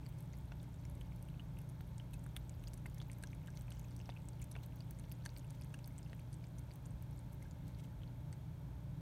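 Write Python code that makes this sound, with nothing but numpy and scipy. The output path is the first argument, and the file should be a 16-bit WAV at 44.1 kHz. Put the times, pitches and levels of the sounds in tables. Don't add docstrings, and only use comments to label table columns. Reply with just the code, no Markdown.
import sys
import numpy as np
from scipy import signal
from scipy.fft import rfft, irfft, next_fast_len
from scipy.io import wavfile

SR = 44100
rng = np.random.default_rng(int(sys.argv[2]) if len(sys.argv) > 2 else 0)


def voltage_ratio(level):
    return 10 ** (np.asarray(level, float) / 20)


def materialize(psi):
    bounded = np.clip(np.atleast_2d(psi).T, -1, 1)
    quanta = np.round(bounded * 32767).astype(np.int16)
    wavfile.write(sys.argv[1], SR, quanta)


N = 397324
T = np.arange(N) / SR

# shaft_multiple, level_db (rms)
SHAFT_ORDERS = [(1, -61.5), (3, -62), (6, -80), (9, -92), (10, -83.5), (11, -88.5), (15, -84), (54, -95),
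                (62, -100.5)]
# time_s, level_db
VALVE_CHATTER = [
    (0.0, -88.5),
    (1.73, -86),
    (2.73, -84),
    (6.92, -88),
    (7.22, -85),
    (9.0, -88),
]
# frequency_hz, density_db (per Hz)
ROOM_RUMBLE = [(20, -113), (32, -93.5), (45, -69), (56, -71), (91, -72), (105, -77), (130, -75.5),
               (151, -66.5), (190, -88), (214, -81), (235, -90.5), (278, -82), (330, -92), (450, -98.5)]
# frequency_hz, density_db (per Hz)
FAN_AIR = [(400, -100), (590, -93), (730, -100), (880, -95), (1150, -105), (1500, -105), (1650, -106),
           (1950, -111), (2200, -107), (2400, -111), (3000, -116)]
# frequency_hz, density_db (per Hz)
MIC_HISS = [(2300, -120), (3000, -116), (3200, -110), (3700, -112), (4500, -116), (6500, -118),
            (9000, -119), (13500, -121), (15900, -123)]
# time_s, level_db
FIZZ_LEVEL = [
    (0.0, -72.5),
    (2.03, -78.5),
    (3.99, -71),
    (4.18, -73.5),
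    (5.16, -71.5),
    (9.0, -84),
]
# centre_s, length_s, level_db
LICKS = [(.19, 0.021, -79), (1.596, 0.047, -85), (3.937, 0.037, -79), (4.637, 0.016, -70),
         (5.04, 0.012, -74), (5.55, 0.011, -68), (7.444, 0.047, -78), (7.685, 0.053, -77),
         (7.794, 0.023, -68.5), (7.844, 0.013, -68), (8.338, .006, -73), (0.637, .015, -77)]
# start_s, peak_db, pitch_hz
DRIPS = [(0.0311, -67, 2530), (0.0583, -63, 2300), (0.0589, -62, 4820), (0.3364, -60.5, 2080),
         (0.5971, -65, 4820), (0.8523, -60, 5510), (1.2997, -65, 3900), (1.3421, -64, 2530),
         (1.4036, -61, 2990), (2.1332, -60, 2760), (2.1371, -57.5, 3780), (2.541, -66, 4820),
         (2.6385, -61, 3840), (2.6836, -62, 2760), (2.872, -66, 4590), (2.9459, -63, 5280),
         (2.9748, -64, 1830), (3.1293, -65, 2300), (3.2376, -53, 4130), (3.4368, -66, 2530),
         (3.4785, -62, 3680), (3.4782, -63, 1840), (3.5261, -67, 5050), (3.7693, -64, 2990),
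         (3.7742, -66, 5050), (3.7797, -72, 5280), (3.8472, -65, 2520), (3.9098, -64, 4820),
         (4.0121, -61, 2760), (4.0142, -59, 5250), (4.0643, -65, 4130), (4.1215, -61, 2760),
         (4.3995, -64, 2760), (4.4289, -62, 2530), (4.5177, -61, 3880), (4.5873, -63, 2760),
         (4.7234, -65, 2680), (4.8066, -62, 2720), (4.8229, -63, 5280), (4.9993, -65, 4130),
         (5.116, -58.5, 2730), (5.127, -62, 4820), (5.3644, -58, 2300), (5.3748, -59, 4590),
         (5.4455, -62.5, 2700), (5.6012, -64, 4820), (5.6121, -60, 2520), (5.8591, -67, 4820),
         (5.9925, -63.5, 2990), (6.0295, -59, 4960), (6.0485, -66, 5050), (6.0624, -62, 2740),
         (6.2031, -67, 4590), (6.3299, -60, 4820), (6.4393, -61, 2300), (6.7081, -64, 4590),
         (7.1299, -66, 5510), (7.181, -65, 4820), (7.5114, -65, 4820), (8.0768, -63, 4300)]
# start_s, peak_db, pitch_hz, ring_t60_ms
BUBBLES = [(.0638, -53.5, 4500, 9), (.6012, -57.5, 3560, 6.9), (1.0125, -48.5, 3060, 7.5),
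           (1.2869, -55.5, 2830, 7.6), (1.3961, -48, 2860, 15), (1.5705, -55.5, 2550, 7),
           (1.588, -58, 2700, 17), (1.9988, -49, 3000, 8.3), (2.1379, -58, 2550, 46),
           (2.2634, -50.5, 1500, 9.1), (2.3654, -36.5, 3380, 4.9), (2.6727, -45.5, 4780, 6.1),
           (4.1025, -54, 3530, 20), (4.1025, -55, 4800, 7), (4.112, -71, 3780, 5.3),
           (3.0016, -48.5, 3380, 12), (3.0989, -46.5, 2190, 4.3), (3.2371, -45, 1600, 24),
           (3.3313, -48, 2240, 6), (3.4727, -56, 2960, 7), (3.4841, -52.5, 1600, 29),
           (3.6811, -55, 2460, 8.7), (4.165, -52, 2560, 18), (4.4182, -57, 2280, 16),
           (4.564, -49, 2640, 14), (4.6343, -55, 4000, 11), (4.8057, -48, 4540, 5.9),
           (5.2615, -46.5, 4360, 17), (5.742, -46.5, 2720, 13), (6.7086, -54.5, 2110, 7.1),
           (6.7145, -53.5, 4500, 6.3), (8.3278, -58, 4470, 12)]
# start_s, peak_db, pitch_hz, ring_t60_ms
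GULPS = [(0.5195, -55, 1320, 3.7), (1.8078, -53, 1510, 3), (2.367, -54, 2280, 18), (3.0160, -52.5, 1380, 6),
         (4.0922, -44, 950, 13), (4.095, -53, 610, 26), (4.5638, -52, 1300, 3.9), (5.2611, -43.5, 1640, 17),
         (5.7420, -55, 1640, 31), (6.1312, -50.5, 1890, 8.5), (3.2372, -52, 2700, 9),
         (4.564, -48, 750, 6.7), (6.1312, -51, 620, 8.8), (7.422, -60, 2080, 28), (7.455, -60, 1600, 41),
         (8.328, -60, 1910, 15), (.064, -60, 2000, 8)]
# start_s, peak_db, pitch_hz
PLOPS = [(.3414, -56, 4560), (.8522, -56, 2200), (1.1215, -54.5, 2270), (1.808, -54.5, 3560),
         (2.639, -53.5, 2590), (3.0156, -50, 3800), (3.024, -53, 4260), (3.5728, -50, 4400),
         (3.7065, -54, 4180), (3.719, -47, 3040), (3.964, -55, 4700), (4.0015, -51, 2740),
         (4.0923, -50, 2530), (4.099, -47, 3680), (4.1722, -50, 2500), (6.1305, -67, 3600),
         (5.041, -57, 2840), (5.1166, -49.5, 4940), (5.252, -53, 3330), (5.292, -48.5, 4400),
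         (5.365, -46.5, 4560), (5.5051, -55, 4600), (5.6202, -48.5, 4930), (5.791, -52.5, 2590),
         (6.097, -57, 4200), (6.1311, -50, 2500), (6.1932, -55, 2450), (6.442, -53.5, 4800),
         (7.748, -55.5, 4330), (8.0341, -50, 3150)]
# start_s, peak_db, pitch_hz
SPECKS = [(0.0638, -55, 7810), (0.0643, -56, 13550), (0.0877, -53, 10800), (0.2259, -58, 11250),
          (0.2265, -58, 8270), (0.3707, -53, 11020), (0.3778, -59, 7120), (0.3865, -61, 8500),
          (0.4104, -62, 7810), (0.4567, -57, 10110), (0.8523, -59, 15160), (0.9127, -56, 10800),
          (0.953, -56, 8270), (0.953, -56, 11020), (1.0129, -61, 9420), (1.2529, -59, 8730),
          (1.2866, -57, 9420), (1.6915, -61, 6200), (1.8678, -61, 9880), (1.876, -56, 11480),
          (2.1383, -48, 11250), (2.1498, -58, 9650), (2.2374, -58, 10800), (2.2379, -56, 12860),
          (2.2902, -61, 7350), (2.3952, -57, 13550), (2.596, -61, 6890), (2.6265, -61, 8500),
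          (2.6787, -54, 13780), (2.6847, -60, 14700), (2.781, -58, 6200), (2.867, -56, 13320),
          (2.8986, -59, 14700), (2.8991, -58, 8500), (3.002, -59, 10340), (3.0161, -60, 9650),
          (3.0243, -58, 6200), (3.0836, -52, 15160), (3.1326, -55, 10800), (3.2371, -53, 14240),
          (3.2621, -61, 6000), (3.2719, -60, 12860), (3.3171, -61, 8040), (3.3171, -60, 5970),
          (3.4733, -59, 12860), (3.5038, -57, 5970), (3.5544, -57, 11480), (3.5609, -60, 6660),
          (3.5729, -55, 9880), (3.593, -52, 14470), (3.5979, -60, 10800), (3.6001, -60, 13550),
          (3.7492, -59, 5970), (3.7699, -60, 6430), (3.7955, -54, 6430), (3.8129, -62, 6200),
          (3.8303, -60, 7120), (3.8434, -58, 6890), (3.8434, -60, 15390),
          (3.8466, -59, 6890), (3.9092, -58, 8960), (3.9642, -56, 5740), (3.9653, -56, 14930),
               (3.9653, -53, 11480), (4.0012, -59, 8040), (4.0137, -60, 14700), (4.0921, -57, 5740),
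               (4.255, -58, 8040), (4.2548, -61, 10570), (4.2858, -57, 15390), (4.3326, -61, 8270),
               (4.3952, -56, 11480), (4.418, -48, 8040), (4.4425, -51, 13550), (4.5258, -54, 5970),
               (4.5291, -59, 8040), (4.5889, -58, 15160), (4.6298, -56, 14700), (4.6488, -63, 10570),
               (4.7685, -60, 6200), (4.8061, -60, 10340), (4.8061, -59, 14700), (4.8061, -57, 8040),
               (5.0951, -56, 7810), (5.1517, -62, 6890), (5.2447, -62, 6200), (5.2545, -48, 8270),
               (5.261, -47, 6200), (5.2921, -60, 14700), (5.3721, -51, 14930), (5.3753, -52, 12630),
               (5.3976, -56, 10800), (5.4455, -55, 9880), (5.5005, -57, 6000), (5.6208, -55, 9190),
               (5.7443, -52, 8500), (5.7454, -58, 14470), (5.8434, -54, 10110), (5.8651, -60, 10570),
               (5.9244, -60, 8960), (6.0551, -61, 10570), (6.1487, -55, 13780), (6.3332, -57, 5970),
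               (6.4692, -56, 7500), (6.5857, -51.5, 6160), (6.7288, -60, 10800), (6.7364, -55, 8100),
               (6.738, -54, 10800), (6.8687, -59, 14010), (6.8692, -57, 11250), (6.9077, -55, 8500),
               (7.1103, -61, 8730), (7.1108, -58, 11020), (7.1745, -56, 7760), (7.3242, -56, 10570),
               (7.5185, -62, 7120), (7.7873, -56, 9880), (7.8406, -57, 11480)]
# start_s, peak_db, pitch_hz
TEARS = [(.0917, -58, 15310), (.6298, -59, 11050), (1.1613, -59.5, 11220), (1.9811, -54.5, 8100),
         (2.134, -55, 11200), (2.141, -52.5, 8250), (2.7344, -51.5, 7700), (2.9837, -54, 10300),
         (3.1161, -51.5, 8500), (3.2265, -52, 8940), (3.2363, -48, 8460), (3.272, -56.5, 6040),
         (3.6104, -56, 8160), (3.6199, -57, 14920), (3.7053, -54, 10500), (3.7229, -53.5, 8000),
         (3.795, -56, 11200), (4.4164, -51, 15780), (4.6343, -59, 14970), (4.9088, -46, 15550),
         (5.1163, -52, 15300), (5.261, -47.5, 8500), (5.375, -55, 8460), (5.5057, -53, 10030),
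         (5.7402, -57, 9900), (6.5835, -57, 9400), (6.5923, -55, 9970), (6.7575, -55, 15000),
         (7.6806, -60, 10500)]
# start_s, peak_db, pitch_hz
SNAPS = [(.1868, -57, 10290), (.852, -54.5, 7040), (1.2263, -50.5, 11500), (1.588, -50.5, 10800),
         (1.6165, -56, 11350), (1.8107, -54, 13400), (2.372, -52, 10900), (2.495, -46.5, 7800),
         (2.639, -53.5, 11000), (2.8624, -49, 10100), (2.9452, -50.5, 13500), (3.1316, -53, 8060),
         (3.1853, -53, 13370), (3.3488, -55, 10590), (3.4732, -54, 7600), (4.287, -46, 8060),
         (4.4213, -52, 8550), (4.442, -49, 9500), (4.7596, -54, 14940), (4.9966, -48.5, 9800),
         (5.2537, -45, 10000), (5.6126, -53, 11090), (5.6458, -53, 11400), (5.744, -51, 5900),
         (5.8761, -44.5, 13600), (7.0243, -50.5, 11100), (7.1912, -54, 8750), (7.3308, -53, 11300),
         (7.426, -50.5, 9900), (8.3274, -49, 8000)]
# start_s, peak_db, pitch_hz
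PINGS = [(.2062, -50, 11860), (.7424, -61, 8250), (0.898, -50, 11100), (1.0088, -55, 11390),
         (1.6972, -51, 9800), (2.2415, -54, 8400), (2.264, -51, 10300), (2.3652, -40, 9000),
         (2.6784, -50, 6630), (2.6836, -52, 8270), (2.7398, -45, 10800), (2.776, -48.5, 9400),
         (3.4608, -56, 11260), (3.5726, -47.5, 5770), (4.0577, -53.5, 5370), (4.4254, -43.5, 6900),
         (4.518, -42, 9700), (4.662, -50, 12770), (5.1215, -38.5, 11600), (5.3834, -52, 8450),
         (5.3944, -52, 6700), (5.8599, -51, 10620), (5.981, -44.5, 7700), (5.9869, -47, 8270),
         (6.196, -57, 11500), (6.3292, -50, 9540), (6.342, -49, 8200), (6.8564, -51.5, 6860),
         (6.861, -51, 8100), (7.511, -54, 7000)]
# start_s, peak_db, pitch_hz
DROPLETS = [(.3326, -59, 5900), (.3866, -57, 15570), (1.338, -61, 2400), (1.6906, -60, 10790),
            (2.1378, -64, 4270), (2.1932, -61.5, 8400), (2.3612, -55, 2420), (2.3632, -54, 12300),
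            (2.3672, -50, 13600), (2.742, -58, 8700), (2.8986, -63, 8420), (2.9808, -55.5, 6500),
            (3.0164, -57.5, 5840), (3.5035, -62, 8010), (3.965, -55, 8600), (3.9922, -59, 6900),
            (4.3322, -63, 5500), (4.514, -52, 10700), (4.5143, -59, 5470), (4.9878, -57, 7900),
            (5.3016, -59, 6200), (5.3833, -57, 12100), (5.3978, -61, 10300), (5.636, -60, 6830),
            (5.7888, -58.5, 7850), (5.8435, -52.5, 4700), (6.0295, -61, 7700), (6.7363, -61, 8300),
            (7.3447, -59, 14320), (7.68, -63, 6000), (8.018, -60, 3000)]
# start_s, length_s, peak_db, pitch_hz
SQUEEZES = [
    (.5192, .003, -61, 5700),
    (.5193, .006, -57, 2700),
    (.5194, .006, -58, 1400),
    (2.857, .011, -53, 2110),
    (4.552, .005, -60, 3550),
    (4.5521, .007, -57, 2250),
    (4.5525, .007, -58, 1550),
    (5.2515, .007, -58, 6200),
    (5.256, .005, -57, 1700),
]
# start_s, level_db
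KNOCKS = [
    (3.2373, -45),
    (5.26, -43),
    (8.326, -60),
]
# pitch_hz, level_db, ring_t60_s
BOWL_MODES = [(1640, -8.5, 0.017), (2230, -8, 0.021), (4530, -14, 0.03), (6280, -5, 0.012),
              (8500, 4.5, 0.0025), (11000, 0, 0.0051)]
# centre_hz, width_hz, gain_db
PORT_NOTCHES = [(4980, 310, -2), (7600, 310, -3.5), (10460, 500, -4.5)]


def evened(x):
    return x / np.sqrt(np.mean(x ** 2) + 1e-20)


def curve(rows):
    return np.interp(T, *np.transpose(rows))


def add(mix, start_s, sound):
    part = mix[round(start_s * SR):][:len(sound)]
    part += sound[:len(part)]


def slow(rate_hz):
    lowpass = signal.butter(2, rate_hz, fs=SR, output="sos")
    return evened(signal.sosfilt(lowpass, rng.standard_normal(N)))


def ring(hz, t60, rise, glide=0., size=2600):
    t = np.arange(size) / SR
    shape = (1 - np.exp(-t / rise)) * voltage_ratio(-60 * t / t60)
    bent_time = t + glide * t ** 2 / (2 * t60)
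    return shape / shape.max() * np.sin(2 * np.pi * hz * bent_time)


def crack(hz, t60, rise, cycles=3.1):
    spray = rng.standard_normal(500)
    t = np.arange(len(spray)) / SR
    grain = ring(hz, cycles / hz, .00002, size=120)
    band = np.convolve(np.convolve(spray, grain), grain)[:len(spray)]
    return evened(band) * (1 - np.exp(-t / rise)) ** 2 * voltage_ratio(-60 * t / t60)


def scatter(at, size, shapes):
    shapes = np.array(shapes)
    length = shapes.shape[1]
    out = np.zeros(N + length)
    grains = size[:, None] * shapes[rng.integers(0, len(shapes), len(at))]
    np.add.at(out, at[:, None] + np.arange(length), grains)
    return evened(out[:N])


def noise(points):
    size = next_fast_len(N)
    hz = np.fft.rfftfreq(size, 1 / SR)
    f, db = np.transpose(points)
    colour = voltage_ratio(np.interp(np.log(hz + 1), np.log(f), db, left=-150, right=-150))
    return irfft(rfft(rng.standard_normal(size)) * colour * np.sqrt(SR / 2), size)[:N]


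def refrigerator():
    turns = 59.2 * T
    hum = voltage_ratio(-52.5 + 0.58 * slow(1.2)) * np.sin(2 * np.pi * 119.8 * T)
    orders = np.zeros(N)
    for multiple, db in SHAFT_ORDERS:
        orders += voltage_ratio(db + 1.9 * slow(2.5)) * np.sin(2 * np.pi * (multiple * turns + rng.random()))
    beat = np.exp(3.3 * np.cos(2 * np.pi * (turns + .15 * slow(25))))
    beat = beat * voltage_ratio(2 * slow(40))
    valve = signal.oaconvolve(beat * rng.standard_normal(N), ring(12300, 0.0027, 0.00039))[:N]
    return np.sqrt(2) * (hum + orders) + voltage_ratio(curve(VALVE_CHATTER) + 1.0) * evened(valve)


def background_air():
    return noise(ROOM_RUMBLE) + noise(FAN_AIR) + noise(MIC_HISS)


def fizz(stir, spread_db=5.5):
    at = rng.integers(0, N, size=30000)
    size = voltage_ratio(spread_db * np.minimum(rng.exponential(1, len(at)), 3))
    grains = [ring(hz, 7 / hz, .0001, size=160) * (hz / 5000) ** 0.14
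              for hz in np.geomspace(2000, 15000, num=12)]
    drops = scatter(at, size, grains)
    crowding = np.exp(-abs(np.linspace(-4, 4, num=2601) - .3))
    near = signal.oaconvolve(abs(stir) ** 0.63, crowding, "same")
    licks = sum(voltage_ratio(db) * np.exp(-((T - s) / length) ** 2 * 2) for s, length, db in LICKS)
    return (voltage_ratio(-48.5) * near + licks + voltage_ratio(curve(FIZZ_LEVEL) - 12.0)) * drops


def trickle(per_s=140, spread_db=8.0):
    last_lap_s = 7.9
    at = np.flatnonzero(rng.random(N) < per_s / SR * np.exp(.6 * slow(12)))
    size = voltage_ratio(spread_db * np.minimum(rng.exponential(1, len(at)), 1.4))
    grains = [ring(hz, 12 / hz, 0.00035, 0.043, size=400) * (hz / 6000) ** 0.097
              for hz in np.geomspace(2200, 15000, num=14)]
    return voltage_ratio(curve(FIZZ_LEVEL) - 8) * scatter(at, size, grains) * (T < last_lap_s)


def drips(water):
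    for s, db, hz in DRIPS:
        add(water, s, voltage_ratio(db + 3.5) * ring(hz, 25 / hz, 0.00033, 0.027, size=900))


def bubbles(water, shocks):
    plops = [(s, db, hz, 1000 * 12.4 / hz) for s, db, hz in PLOPS]
    for s, db, hz, ms in [*BUBBLES, *GULPS, *plops]:
        glide = .07 if hz > 1200 else -.9
        add(water, s, voltage_ratio(db) * ring(hz, ms / 1000, 0.00025, glide))
        add(water, s - .0015, voltage_ratio(db - 10.5) * crack(0.64 * hz, 0.027, 0.00092, cycles=2.4))
        add(shocks, s, voltage_ratio([db - 21]))


def specks(water):
    for s, db, hz in SPECKS:
        add(water, s, voltage_ratio(db + 0.5) * ring(hz, 16 / hz, 0.00042, size=300))


def tongue_slaps(water):
    for s, db, hz, ms in GULPS:
        add(water, s, voltage_ratio(db + 5.5) * ring(1430, 0.00071, .0001, size=200))


def breaking_films(water, shocks):
    films = [(*row, -13) for row in TEARS]
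    films += [(*row, -20) for row in SNAPS]
    films += [(s, db, hz, -75.5 - db) for s, db, hz in PINGS]
    for s, db, hz, crack_db in films:
        add(water, s, voltage_ratio(db) * ring(hz, 30 / hz, 0.000077, 0.048))
        add(water, s - .0004, voltage_ratio(db + crack_db + 21.5) * crack(0.95 * hz, 0.0064, 0.00041))
        add(shocks, s, voltage_ratio([db + .5 * crack_db]))


def droplets(water):
    for s, db, hz in DROPLETS:
        add(water, s - .0005, voltage_ratio(db + 11) * crack(hz, 0.0077, 0.00069, cycles=5.5))


def squeezes(water):
    for s, length, db, hz in SQUEEZES:
        add(water, s, voltage_ratio(db + 6.5) * crack(hz, 3 * length, 0.00068, cycles=1.45))
        t = np.arange(0, length, 1 / SR)
        swell = np.sin(np.pi * (t / length) ** .7)
        add(water, s, voltage_ratio(db) * swell * np.sin(2 * np.pi * hz * t))


def glass_knocks():
    knocks = np.zeros(N)
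    for s, db in KNOCKS:
        add(knocks, s, voltage_ratio([db]))
    return knocks


def bowl_ringing(push):
    bowl = sum(voltage_ratio(db) * ring(hz, t60, 0.00094) for hz, db, t60 in BOWL_MODES)
    return signal.oaconvolve(push, bowl)[:N]


def lapping():
    water, shocks = np.zeros(N), np.zeros(N)
    drips(water)
    bubbles(water, shocks)
    specks(water)
    tongue_slaps(water)
    breaking_films(water, shocks)
    droplets(water)
    squeezes(water)
    knocks = glass_knocks()
    spray = fizz(shocks + knocks) + trickle()
    push = voltage_ratio(-11.5) * knocks + voltage_ratio(-4.5) * shocks + voltage_ratio(-29.0) * spray
    return water + spray + bowl_ringing(push)


def nearby(x):
    t = np.arange(3000) / SR
    sparse = rng.standard_normal(3000) * (rng.random(3000) < .08)
    taps = sparse * voltage_ratio(-60 * t / 0.02) * (t > .002)
    return signal.oaconvolve(x, taps / np.linalg.norm(taps))[:N]


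def scene():
    cat = lapping()
    return (cat + voltage_ratio(-12.5) * nearby(cat) + refrigerator() + background_air())[None]


def top_cut(x):
    return signal.sosfilt(signal.butter(12, 16480, fs=SR, output="sos"), x)


def record(dry):
    size = next_fast_len(N)
    hz = np.fft.rfftfreq(size, 1 / SR)
    port_db = sum(db * np.exp(-((hz - f) / width) ** 2) for f, width, db in PORT_NOTCHES)
    heard = irfft(rfft(dry, size) * voltage_ratio(port_db), size)[:, :N]
    edge = signal.firwin(101, 16000, window=("kaiser", 7), fs=SR)
    finished = signal.oaconvolve(heard, edge[None], "same")
    return top_cut(finished)


dry = scene()
out = record(dry)
materialize(out)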